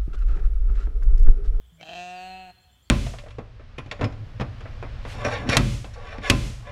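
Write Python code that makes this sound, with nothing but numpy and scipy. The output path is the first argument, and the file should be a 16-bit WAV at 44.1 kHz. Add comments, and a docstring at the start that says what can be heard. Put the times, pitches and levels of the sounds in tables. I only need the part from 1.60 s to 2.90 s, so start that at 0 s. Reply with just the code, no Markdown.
"""A young donkey in a pasture

The donkey brays once: a closed-mouth hum, a jolting croak, then one clear, buzzy held note.
Pulses from its vocal folds ring a throat that dulls as the air runs out; barn and trees echo faintly.
One bird gives a falling whistle, another repeats thin chirps, over a distant rumble and far twitter."""
import sys
import numpy as np
from scipy import signal
from scipy.fft import rfft, irfft
from scipy.io import wavfile
from scipy.ndimage import uniform_filter1d

SR = 44100
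rng = np.random.default_rng(int(sys.argv[2]) if len(sys.argv) > 2 else 0)


def put_to_file(sound):
    """Save the sound as 16-bit audio at rate SR, in the file named by the first command-line argument."""
    columns = np.atleast_2d(sound).T  # one column per channel
    safe = np.clip(columns, -1, 1)
    whole_steps = np.round(safe * 32767)
    wavfile.write(sys.argv[1], SR, whole_steps.astype(np.int16))


N = 57330
TIME = np.arange(N) / SR


def gain(db):
    """Turn decibels into a number to multiply by."""
    return 10 ** (np.asarray(db) / 20)


def curve(rows, col=1):
    """One column of a table, joined by straight lines in time."""
    rows = np.array(rows, float)
    return np.interp(TIME, rows[:, 0], rows[:, col])


def unit(x):
    """Scale a sound to an average (rms) strength of 1."""
    return x / np.sqrt(np.mean(x ** 2))


def tone(hz):
    """A pure tone that follows a changing pitch."""
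    return np.sin(2 * np.pi * np.cumsum(hz) / SR)


def drift(rate_hz):
    """A smooth random wobble with a typical size near 1."""
    hold = int(SR / rate_hz)
    steps = np.repeat(rng.standard_normal(N // hold + 1), hold)
    return 1.3 * uniform_filter1d(uniform_filter1d(steps, hold), hold)[:N]


def colour(x, points, size=4096):
    """Make each frequency louder or softer, following (f/Hz, level/dB) points."""
    hz, db = np.array(points, float).T
    f = np.maximum(np.arange(size // 2 + 1) * SR / size, 1)
    cepstrum = irfft(np.log(gain(np.interp(np.log(f), np.log(hz), db))))
    # make the filter ring only after a pulse, never before it
    cepstrum[1:size // 2] *= 2
    cepstrum[size // 2 + 1:] = 0
    return signal.fftconvolve(x, irfft(np.exp(rfft(cepstrum))))[:N]


def lowpass(x, hz):
    """Keep what lies below hz, without delaying it."""
    return signal.sosfiltfilt(signal.butter(4, hz, fs=SR, output="sos"), x)


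# tone colour of still air: f/Hz, relative level/dB
AIR_COLOUR = [(20, -32.5), (60, 5), (125, -4.5), (300, -19.5), (1700, -22.5), (2900, -26.5), (5000, -31.5),
              (15500, -32)]

def air(level_db=-62):
    """The soft, deep hush of still air."""
    return unit(colour(rng.standard_normal(N), AIR_COLOUR)) * gain(level_db)


# swells of the rumble: t/s, level/dB
RUMBLE_LEVEL = [(.15, -57.5), (.4, -71), (.85, -64), (1.07, -76), (1.28, -54.5)]

def rumble(pitch_hz=60.3, waver_db=4.5):
    """A distant low tone that wavers in pitch and loudness."""
    drone = unit(tone(pitch_hz * (1 + .037 * drift(7.33))))
    return drone * gain(curve(RUMBLE_LEVEL) - waver_db * drift(7.9))


def blurred_band(hz, width_hz=620):
    """A narrow band of noise around hz: birdsong blurred by distance."""
    flutter = lowpass(rng.standard_normal(2 * N), width_hz / 2)[N // 2:N // 2 + N]
    return unit(flutter * np.cos(2 * np.pi * hz * TIME))


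def far_birds(call_at_s=1.28, call_width_s=.03):
    """Far-off twitter, with one short, higher call near the end."""
    call = blurred_band(hz=4400) * gain(-70) * np.exp(-((TIME - call_at_s) / call_width_s) ** 2)
    twitter = blurred_band(hz=3270) * gain(-69.5 + 1.2 * drift(25.1))
    return call + twitter


# tone colour of the echo from barn and trees: f/Hz, level/dB
ECHO_COLOUR = [(200, 0), (730, -3), (1700, 8), (2300, 1), (4300, 0), (15000, -12)]
# bounce off the treeline: delay t/s, relative level/dB
TREELINE = [(.21, -8)]

def pasture_echo(calls, chirps, build_s=.0053, fade_60db_s=1):
    """Calls bounce off the treeline and leave a fading wash of echo; thin chirps leave only the wash."""
    envelope = (1 - np.exp(-TIME / build_s)) * gain(-60 * TIME / fade_60db_s)
    tail = unit(rng.standard_normal(N) * envelope) / np.sqrt(N)
    bounce = sum(gain(db) * np.pad(calls, (int(delay * SR), 0))[:N] for delay, db in TREELINE)
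    wash = signal.fftconvolve(gain(2) * calls + chirps, tail)[:N]
    return colour(bounce + wash, ECHO_COLOUR)


# one chirp a row: start t/s, top pitch f/Hz, level/dB
CHIRP_NOTES = [(.057, 7850, -77), (.127, 7400, -73), (.78, 7550, -73), (1.0, 7580, -74), (1.11, 7530, -72),
               (1.218, 7480, -70)]

def chirping_bird(length_s=.05, top_s=.037, rise_hz=900, fall_hz=1900):
    """Thin chirps, each rising to a top and hooking down."""
    out = 0
    for start, top_hz, db in CHIRP_NOTES:
        age = np.clip(TIME - start, 0, length_s)
        rising = rise_hz * (1 - age / top_s) ** 3
        falling = fall_hz * ((age - top_s) / (length_s - top_s)) ** 2
        swell = np.sqrt(2 * np.abs(np.sin(np.pi * age / length_s)))
        out = out + gain(db) * swell * tone(top_hz - np.where(age < top_s, rising, falling))
    return out


# path of the whistle: t/s, f/Hz, level/dB
WHISTLE_PATH = [(.485, 6150, -72), (.5, 5900, -59), (.53, 5100, -74), (.575, 4600, -55), (.62, 4400, -60),
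                (.66, 4280, -55), (.745, 4130, -54), (.85, 4290, -62), (.885, 4280, -73)]

def whistling_bird(waver=.003):
    """A bird's long, pure whistle that falls and levels out."""
    hz = curve(WHISTLE_PATH) * (1 + waver * drift(149.6))
    sounding = (TIME > WHISTLE_PATH[0][0]) * (TIME < WHISTLE_PATH[-1][0])
    return unit(tone(hz)) * gain(curve(WHISTLE_PATH, 2)) * sounding


# loudness of the hum: t/s, level/dB
HUM_LEVEL = [(.105, -113), (.122, -55.5), (.18, -59.5), (.235, -49), (.26, -75)]

def hum(cycles):
    """With the donkey's mouth shut, only the lowest tone of its voice gets out."""
    sounding = (TIME > HUM_LEVEL[0][0]) * (TIME < HUM_LEVEL[-1][0])
    return unit(np.sin(2 * np.pi * cycles)) * gain(curve(HUM_LEVEL)) * sounding


# jolts of the croak: t/s, added level/dB
CROAK_JOLTS = [(.211, 11), (.229, 13), (.292, 6), (.31, 5), (.333, 7), (.351, 4), (.368, 3)]

def croak(cycles, jolt_s=.009):
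    """Each jolt throws the vocal folds open: their cycle restarts with a hard pulse and a weaker one."""
    times = np.array(CROAK_JOLTS)[:, 0]
    # shift the cycle count so that a pulse lands on every jolt
    slip = np.unwrap(-2 * np.pi * np.interp(times, TIME, cycles)) / (2 * np.pi)
    shifted = cycles + np.interp(TIME, times, slip - np.floor(slip[0]))
    boost_db = sum(db * (TIME > at - .001) * np.exp(-((TIME - at) / jolt_s) ** 2)
                   for at, db in CROAK_JOLTS)
    return shifted, gain(boost_db)


# hoarseness of the voice: t/s, roughness/0-1
ROUGHNESS = [(.3, .85), (.378, .58), (.41, .2), (.8, .15), (.86, .32), (.91, .5)]

def vocal_folds(cycles, jitter_s=.00019, shimmer_db=1.5, half_width=8):
    """One sharp pulse a cycle; roughness upsets timing and strength and adds a rasp of air."""
    rough = curve(ROUGHNESS)
    at = np.interp(np.arange(1, int(cycles[-1]) - 1), cycles, np.arange(N))
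    pulse_rough = rough[at.astype(int)]
    timing_luck, strength_luck = rng.standard_normal((len(at), 2)).T
    at = np.clip(at + pulse_rough ** 2 * jitter_s * SR * timing_luck, half_width, N - half_width - 2)
    strength = gain(shimmer_db * pulse_rough * strength_luck)
    # draw each pulse as a tiny ripple, so it can fall between two samples
    samples = at.astype(int)[:, None] + np.arange(-half_width, half_width + 1)
    offset = samples - at[:, None]
    shape = np.sinc(offset) * np.cos(np.pi * offset / (2 * half_width + 2)) ** 2
    pulses = np.bincount(samples.ravel(), (shape * strength[:, None]).ravel(), N)
    rasp = rng.standard_normal(N) * np.exp(-(cycles % 1) / .35)  # a puff of air each cycle
    return unit(pulses) + .8 * rough ** 2 * unit(rasp), rough


# ring of the throat with the mouth wide open: f/Hz, relative level/dB
MOUTH_WIDE = [(40, -57), (175, -15.5), (540, -21), (715, -1), (900, -24), (1260, -27.5), (1800, -18.5),
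              (1990, -23.5), (2150, -37), (2330, -18), (2690, -4.5), (3060, -29.5), (3600, -18),
              (4500, -33.5), (5650, -38), (6500, -32.5), (8100, -38.5), (10000, -60), (16000, -63)]
# with the mouth half closed: f/Hz, relative level/dB
MOUTH_NARROW = [(40, -22.5), (185, -11.5), (370, -21), (560, -22), (740, -2), (930, -19.5), (1120, -33),
                (1300, -27), (1680, -20), (2080, -21.5), (2430, -15.5), (2620, -4.5), (3400, -24.5),
                (4100, -21), (5200, -46.5), (6900, -27), (7400, -32), (7800, -24.5), (8900, -37.5),
                (9800, -55), (12200, -35), (16000, -95)]
# extra ring while the voice rasps: f/Hz, relative level/dB
RASP_COLOUR = [(2600, -58.5), (3130, -2), (3400, -22.5), (3850, -14.5), (6000, -57.5)]

def throat(pulses, rough, opens_s=.219, opening_takes_s=.027, closes_s=.61, closing_takes_s=.3):
    """The pulses ring the throat, through a mouth that opens fast and slowly half closes."""
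    opened = np.clip(.5 + (TIME - opens_s) / opening_takes_s, 0, 1)
    closed = np.clip(.5 + (TIME - closes_s) / closing_takes_s, 0, 1)
    parting = colour(pulses, [(hz * .86, db) for hz, db in MOUTH_WIDE])  # rings lower as the lips part
    wide = colour(pulses, MOUTH_WIDE) + rough * colour(pulses, RASP_COLOUR)
    narrow = colour(pulses, MOUTH_NARROW)
    return (1 - opened) * parting + (opened - closed) * wide + closed * narrow


# a gap in the voice's tone colour: t/s, f/Hz, depth/0-1
NOTCH_PATH = [(.56, 2150, 0), (.68, 2590, .8), (.73, 2800, .7), (.79, 3250, 0)]

def rising_notch(x, width_hz=220):
    """A narrow gap climbs through the voice's nasal ring, shifting its tone colour."""
    spin = np.exp(2j * np.pi * np.cumsum(curve(NOTCH_PATH)) / SR)
    pole = np.exp(-np.pi * width_hz / SR)
    # slide the band down to 0 Hz, pick it out, slide it back
    band = 2 * np.real(signal.lfilter([1 - pole], [1, -pole], x / spin) * spin)
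    return x - curve(NOTCH_PATH, 2) * band


def ground_smear(x, spread_s=.0008):
    """Uneven ground spreads each pulse out a little in time; the tone colour stays."""
    f = np.arange(N + 1) * SR / (2 * N)
    delay = spread_s * np.sin(np.pi * f / 3600) ** 2
    return irfft(rfft(x, 2 * N) * np.exp(-2j * np.pi * np.cumsum(delay) * f[1]))[:N]


def fence_scatter(x, fade_s=.003, level_db=-2, size=512):
    """Fences and grass return the treble within a few milliseconds, making its overtones uneven."""
    tail = rng.standard_normal(size) * np.exp(-TIME[:size] / fade_s)
    return x + gain(level_db) * signal.fftconvolve(x, tail / np.linalg.norm(tail))[:N]


# pitch of the voice: t/s, f/Hz
BRAY_PITCH = [(.11, 172), (.15, 163), (.26, 162), (.335, 173), (.37, 177.2), (.55, 181.5), (.6, 182.8),
              (.65, 185.2), (.7, 186.5), (.8, 187.3), (.864, 184), (.905, 179)]
# volume controls of the bray: t/s, chest level/dB, nasal ring level/dB, treble level/dB
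BRAY_LEVELS = [(.18, -68, -81, -100), (.205, -52.5, -51.5, -65.5), (.24, -54.5, -60.5, -72.5),
               (.255, -47, -58, -61), (.28, -44, -50, -63.5), (.345, -43.5, -50, -59),
               (.39, -38, -42.5, -52), (.45, -39, -46, -52), (.55, -38.5, -47.5, -60),
               (.66, -39, -46.5, -61.5), (.82, -44, -52.5, -71.5), (.907, -45.5, -58, -72)]

def donkey(chest_top_hz=1640, nasal_top_hz=4240, release_db_per_s=897.5):
    """Hum, croak and held note on one pitch line; low, middle and high bands each swell and fade."""
    cycles, force = croak(np.cumsum(curve(BRAY_PITCH)) / SR)
    pulses, rough = vocal_folds(cycles)
    voice = ground_smear(throat(pulses * force * (TIME > BRAY_LEVELS[0][0]), rough))
    chest = lowpass(voice, chest_top_hz)
    below_treble = lowpass(voice, nasal_top_hz)
    nasal = rising_notch(below_treble - chest)
    treble = fence_scatter(voice - below_treble)
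    clear = rough < .5  # the held note sets each band's scale
    bray = sum(band / np.std(band[clear]) * gain(curve(BRAY_LEVELS, col))
               for col, band in enumerate([chest, nasal, treble], 1))
    release = gain(-release_db_per_s * np.maximum(TIME - BRAY_LEVELS[-1][0], 0))
    return hum(cycles) + bray * release


def scene():
    """The donkey and two birds with their echo, over the quiet background."""
    bray, whistle, chirps = donkey(), whistling_bird(), chirping_bird()
    echo = pasture_echo(gain(-18) * bray + gain(-6) * whistle, gain(-3) * chirps)
    return (air() + rumble() + far_birds() + echo + chirps + whistle + bray)[None]


def record(dry, top_hz=15800):
    """A steep filter cuts off the very highest treble."""
    return signal.sosfilt(signal.ellip(10, .2, 70, top_hz, fs=SR, output="sos"), dry)


dry = scene()
out = record(dry)
put_to_file(out)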